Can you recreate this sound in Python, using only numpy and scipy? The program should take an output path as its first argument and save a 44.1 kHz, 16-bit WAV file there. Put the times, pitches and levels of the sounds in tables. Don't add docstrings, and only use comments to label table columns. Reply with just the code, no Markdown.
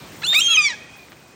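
import sys
import numpy as np
from scipy import signal
from scipy.io import wavfile

SR = 44100
rng = np.random.default_rng(int(sys.argv[2]) if len(sys.argv) > 2 else 0)


def unload_audio(sound):
    columns = np.transpose(np.atleast_2d(sound))
    steps = np.round(np.clip(columns, -1, 1) * 32767)
    wavfile.write(sys.argv[1], SR, steps.astype(np.int16))


def invert_db(x):
    u = np.asarray(x, float) / 20
    return 10 ** u


N = 59535

# (frequency [Hz], level [dB])
CROAK_THROAT = [(600, -20), (1300, -9), (1900, 0), (2700, -8), (3800, -6), (5500, -17), (10000, -34)]
CROAK_ROUGH, CHEST_ROUGH, WHISTLE_ROUGH = 0.55, 0.05, 0.14


def rms_one(x):
    return x / np.sqrt(np.mean(x ** 2) + 1e-20)


def in_time(rows):
    times, *columns = np.transpose(rows)
    return [np.interp(np.arange(N) / SR, times, column) for column in columns]


def at_hz(points, hz):
    table_hz, table_db = np.array(points).T
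    return np.interp(np.log(hz), np.log(table_hz), table_db)


def drift(rate_hz, count):
    r = np.exp(-2 * np.pi * rate_hz / SR)
    settle = 4000
    noise = rng.standard_normal((count, N + settle))
    return rms_one(signal.lfilter([1], [1, -2 * r, r * r], noise)[:, settle:])


def gate(start, end, edge):
    t = np.arange(N) / SR
    return np.clip(np.minimum(t - start, end - t) / edge + 0.5, 0, 1)


def ring(x, hz, t60):
    r, w = invert_db(-60 / (t60 * SR)), 2 * np.pi * hz / SR
    return signal.lfilter([0, np.sin(w)], [1, -2 * r * np.cos(w), r * r], x + 1e-18)


def voice(rows, throat, rough, top_db, orders):
    pitch, *levels_db = in_time(rows)
    jitter = 1 + 0.0025 * drift(120, count=1)[0]
    phase = 2 * np.pi * np.cumsum(pitch * jitter) / SR

    effort_db = np.array([db - at_hz(throat, order * pitch) for order, db in zip(orders, levels_db)])
    k = np.arange(1, 17)
    share = np.array([np.interp(k, orders, one) for one in np.eye(len(orders))])
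    if orders[-1] < 6:
        share[:, k > orders[-1]] = 1 / len(orders)

    unlisted = ~np.isin(k, orders)[:, None]
    waver_db = 4 * drift(30, count=16) * unlisted
    k = k[:, None]
    tilt_db = top_db * np.log2(np.maximum(k / orders[-1], 1))
    level_db = at_hz(throat, k * pitch) + share.T @ effort_db + waver_db + tilt_db

    grain = 1 + 0.35 * np.log2(k * pitch / 3900).clip(0) * drift(250, count=16)
    audible = k * pitch < 15800
    waves = np.sin(k * phase + rng.uniform(0, 2 * np.pi, k.shape))
    tone = np.sum(invert_db(level_db) * grain * audible * waves, axis=0)
    breath = 1 + rough * drift(600, count=1)[0]
    return np.sqrt(2) * gate(rows[0][0], rows[-1][0], 0.004) * breath * tone


def first_gull():
    # (time [s], pitch [Hz], level of each listed partial [dB], ..)
    croak = [(.217, 650, -49), (.224, 680, -39), (.231, 820, -42), (.239, 900, -38)]
    rise = [(0.239, 1297, -20, -26, -53), (0.249, 1364, -33, -20, -35.5), (0.261, 1477, -23, -35.5, -44.5),
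            (0.268, 1483, -31, -23, -31)]
    whistle = [(0.267, 3325, -23.5, -38), (0.289, 3627, -18, -27.5), (0.307, 3658, -16, -41.5),
               (0.343, 3691, -17.5, -29), (0.361, 3689, -20.5, -35.5), (0.423, 3660, -34.5, -27),
               (0.431, 3580, -25.5, -39), (0.435, 3820, -34, -25.5), (0.455, 3140, -61, -68)]
    turn_down = [(.43, 2780, -54, -47), (.45, 2805, -50, -40), (.478, 2815, -44, -43)]
    fall = [(0.478, 1423, -58.5, -52, -55.5), (0.484, 1396, -34.5, -31.5, -35.5),
            (0.512, 1353, -35, -22, -36), (0.536, 1294, -32.5, -23.5, -21), (0.552, 1178, -45, -32, -58),
            (0.57, 945, -43, -35, -45)]
    # (frequency [Hz], level [dB])
    throat = [(700, -12), (1350, -16), (2700, -2.5), (4100, -6.5), (5500, -22.5), (7300, -19),
              (9500, -13.5), (14500, -26.5)]
    cry = voice(croak, CROAK_THROAT, CROAK_ROUGH, top_db=0, orders=[3])
    cry += voice(rise, throat, CHEST_ROUGH, top_db=-44, orders=[2, 3, 6])
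    cry += voice(whistle, throat, WHISTLE_ROUGH, top_db=-6, orders=[1, 2])
    cry += voice(turn_down, throat, WHISTLE_ROUGH, top_db=-10, orders=[1, 2])
    cry += voice(fall, throat, CHEST_ROUGH, top_db=-4.5, orders=[1, 2, 3])
    return cry


def second_gull():
    # (time [s], pitch [Hz], level of each listed partial [dB], ..)
    croak = [(.324, 570, -38), (.332, 610, -24), (.338, 690, -27), (.346, 760, -26)]
    rise = [(0.345, 1101, -43, -15, -21, -36, -49), (0.352, 1149, -37, -17, -29, -22, -53.5),
            (0.362, 1202, -32, -16, -12, -37, -38), (0.372, 1254, -38.5, -15.5, -18, -34, -34.5),
            (0.379, 1261, -39.5, -13, -34, -37.5, -37), (0.39, 1294, -30.5, -15.5, -11.5, -39, -32.5),
            (0.402, 1394, -34.5, -27, -38, -23.5, -56), (0.411, 1450, -72, -13, -52, -24.5, -36.5)]
    whistle = [(0.41, 3093, -27.5, -48), (0.418, 3150, -11.5, -25), (0.432, 3249, -23, -31.5),
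               (0.47, 3173, -14.5, -23), (0.498, 3280, -21.5, -32.5), (0.508, 3289, -14.5, -23.5),
               (0.532, 3334, -15.5, -27), (0.564, 3068, -15.5, -18), (0.577, 2730, -29, -64)]
    fall = [(0.571, 1249, -30, -13, -28, -47, -67), (0.581, 1265, -29, -8.5, -29, -42, -54),
            (0.593, 1243, -28, -11, -21.5, -52.5, -43), (0.611, 1207, -31, -17, -36.5, -36.5, -71),
            (0.629, 1200, -32.5, -30, -28, -31, -73), (0.651, 1164, -46.5, -17, -22.5, -33.5, -69),
            (0.667, 1135, -62, -14.5, -36, -37, -77.5), (0.688, 1047, -43, -27.5, -23.5, -42, -73)]
    rough_end = [(0.687, 1044, -34.5, -37, -35, -36), (0.707, 957, -28, -41.5, -30, -42),
                 (0.721, 933, -30.5, -44, -45, -47), (0.735, 818, -34.5, -49, -51, -48),
                 (0.748, 853, -36.5, -50, -53, -60)]
    # (frequency [Hz], level [dB])
    throat = [(700, -26), (1250, -21), (2450, -3.5), (3700, -13), (5000, -4), (6400, -9), (9000, -18),
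              (14000, -38)]
    cry = voice(croak, CROAK_THROAT, CROAK_ROUGH, top_db=0, orders=[3])
    cry += voice(rise, throat, CHEST_ROUGH, top_db=-13, orders=[1, 2, 3, 4, 11])
    cry += voice(whistle, throat, WHISTLE_ROUGH, top_db=-10, orders=[1, 2])
    cry += voice(fall, throat, CHEST_ROUGH, top_db=-17, orders=[1, 2, 4, 6, 11])
    cry += voice(rough_end, throat, 3 * CHEST_ROUGH, top_db=-14, orders=[2, 3, 4, 5])
    return cry


def claws():
    # (time [s], peak level [dB], pitch [Hz], ring time [s])
    ticks = [
        (.159, -35, 1900, .007),
        (.955, -36, 1700, .007),
        (.97, -37, 1600, .007),
        (.995, -41, 4000, .012),
        (1.0853, -33, 2200, .006),
        (1.1202, -26, 1900, .0025),
        (1.1202, -30, 3600, .001),
        (1.1268, -33, 1500, .003),
        (1.1295, -34, 2300, .004),
        (1.1345, -38, 2000, .004),
    ]
    grit = (rng.random(N) < 5000 / SR) * rng.standard_normal(N)
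    scuff = rms_one(ring(grit, 1900, 0.0006) + 0.55 * grit)
    start, length = 1.112, 0.026
    out = invert_db(-47) * gate(start, start + length, 0.006) * scuff
    for time, db, hz, t60 in ticks:
        click = invert_db(db) * (np.arange(N) == int(time * SR))
        out += ring(click, hz, t60)
    return out


def walls(x):
    t = np.arange(SR) / SR
    near_fade = invert_db(-60 * t / 0.34)
    street_fade = invert_db(-14.5 - 60 * t / 1.22)
    shape = (near_fade + street_fade) * np.clip(t / 0.005, 0, 1)
    dull = signal.butter(1, 18000, fs=SR, output="sos")
    tail = signal.sosfilt(dull, rng.standard_normal((2, SR)) * shape)
    tail = tail / np.sqrt(np.sum(tail[0] ** 2))
    mid, side = signal.fftconvolve(x[None], tail)[:, :N]
    ears = np.array([[1], [-1]])
    return invert_db(-16.5) * (mid + invert_db(-22) * side * ears)


def far_gulls():
    # (start [s], end [s], pitch at start [Hz], pitch at end [Hz], level [dB])
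    notes = [
        (.49, .74, 1810, 1850, -46),
        (.75, .89, 1860, 1900, -50),
        (.8, .95, 2430, 2510, -53),
        (.94, 1.06, 2510, 2400, -48),
        (.89, .96, 3330, 3330, -58),
        (0.01, .06, 2380, 2330, -52),
        (1.12, 1.35, 2520, 2480, -60),
    ]
    blur = 0.6
    out = np.zeros(N)
    for start, end, start_hz, end_hz, db in notes:
        pitch = in_time([(start, start_hz), (end, end_hz)])[0]
        phase = 2 * np.pi * np.cumsum(pitch) / SR
        u, v = drift(110, count=2)
        note = (1 + blur * u) * np.sin(phase) + blur * v * np.cos(phase)
        out += invert_db(db) * gate(start, end, 0.025) * note
    return out


def town():
    # (time [s], level [dB])
    loudness = [(0.0, -47.5), (0.22, -48), (0.526, -51.5), (1.35, -55.5)]
    # (frequency [Hz], level [dB])
    colour = [(29, -70.5), (50, -8.5), (136, -1), (352, -4.5), (429, -30), (480, -7), (586, -7.5),
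              (2070, -14), (10000, -23), (13000, -55), (22000, -120)]
    # (time [s], level [dB])
    hiss_level = [(.42, -3), (.46, -22), (.62, -22), (.66, -29), (.76, -11), (.94, -13), (.97, 0),
                  (1.0, -2.5), (1.35, -9.5)]
    hum = 0
    edges = 25 * 2 ** np.arange(0, 9, 0.5)
    white, flicker = rng.standard_normal((2, 2, N)), drift(6.5, count=17)
    for k, (low, high) in enumerate(zip(edges, edges[1:])):
        band_pass = signal.butter(2, [low, high], "band", fs=SR, output="sos")
        band = signal.sosfilt(band_pass, white[k % 2])
        band_db = at_hz(colour, np.sqrt(low * high)) + 1.2 * flicker[k]
        hum = hum + invert_db(band_db) * band
    mid, side = rms_one(hum)

    treble = signal.butter(4, 11700, "high", fs=SR, output="sos")
    air = rms_one(signal.sosfilt(treble, white[0]))
    air = invert_db(-5 + in_time(hiss_level)[0] + 3.5 * drift(40, count=1)) * air
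    ears = np.array([[1], [-1]])
    both = mid + air[0] + ears * (invert_db(-36) * side + invert_db(-22) * air[1])
    return invert_db(in_time(loudness)[0] + 7) * both


def scene():
    near = first_gull() + second_gull() + claws()
    return near + walls(near) + far_gulls() + town()


def band_limit(x):
    return signal.sosfilt(signal.butter(12, 15830, fs=SR, output="sos"), x)


def record(dry):
    # (time [s], level [dB])
    lean = [(.19, 0), (.21, -1.25), (.71, -1.25), (.74, 0)]
    soft_top = 0.75
    limited = soft_top * np.tanh(dry / soft_top)
    mix = signal.sosfilt(signal.butter(2, 45, "high", fs=SR, output="sos"), limited)
    dip_hz, dip_width_hz = 11400, 2600
    b, a = signal.iirpeak(dip_hz, dip_hz / dip_width_hz, fs=SR)
    for _ in range(3):
        mix = mix - 0.68 * signal.lfilter(b, a, mix)
    mix = mix * invert_db(in_time(lean)[0] * np.array([[0.5], [-0.5]]))
    return band_limit(mix)


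dry = scene()
out = record(dry)
unload_audio(out)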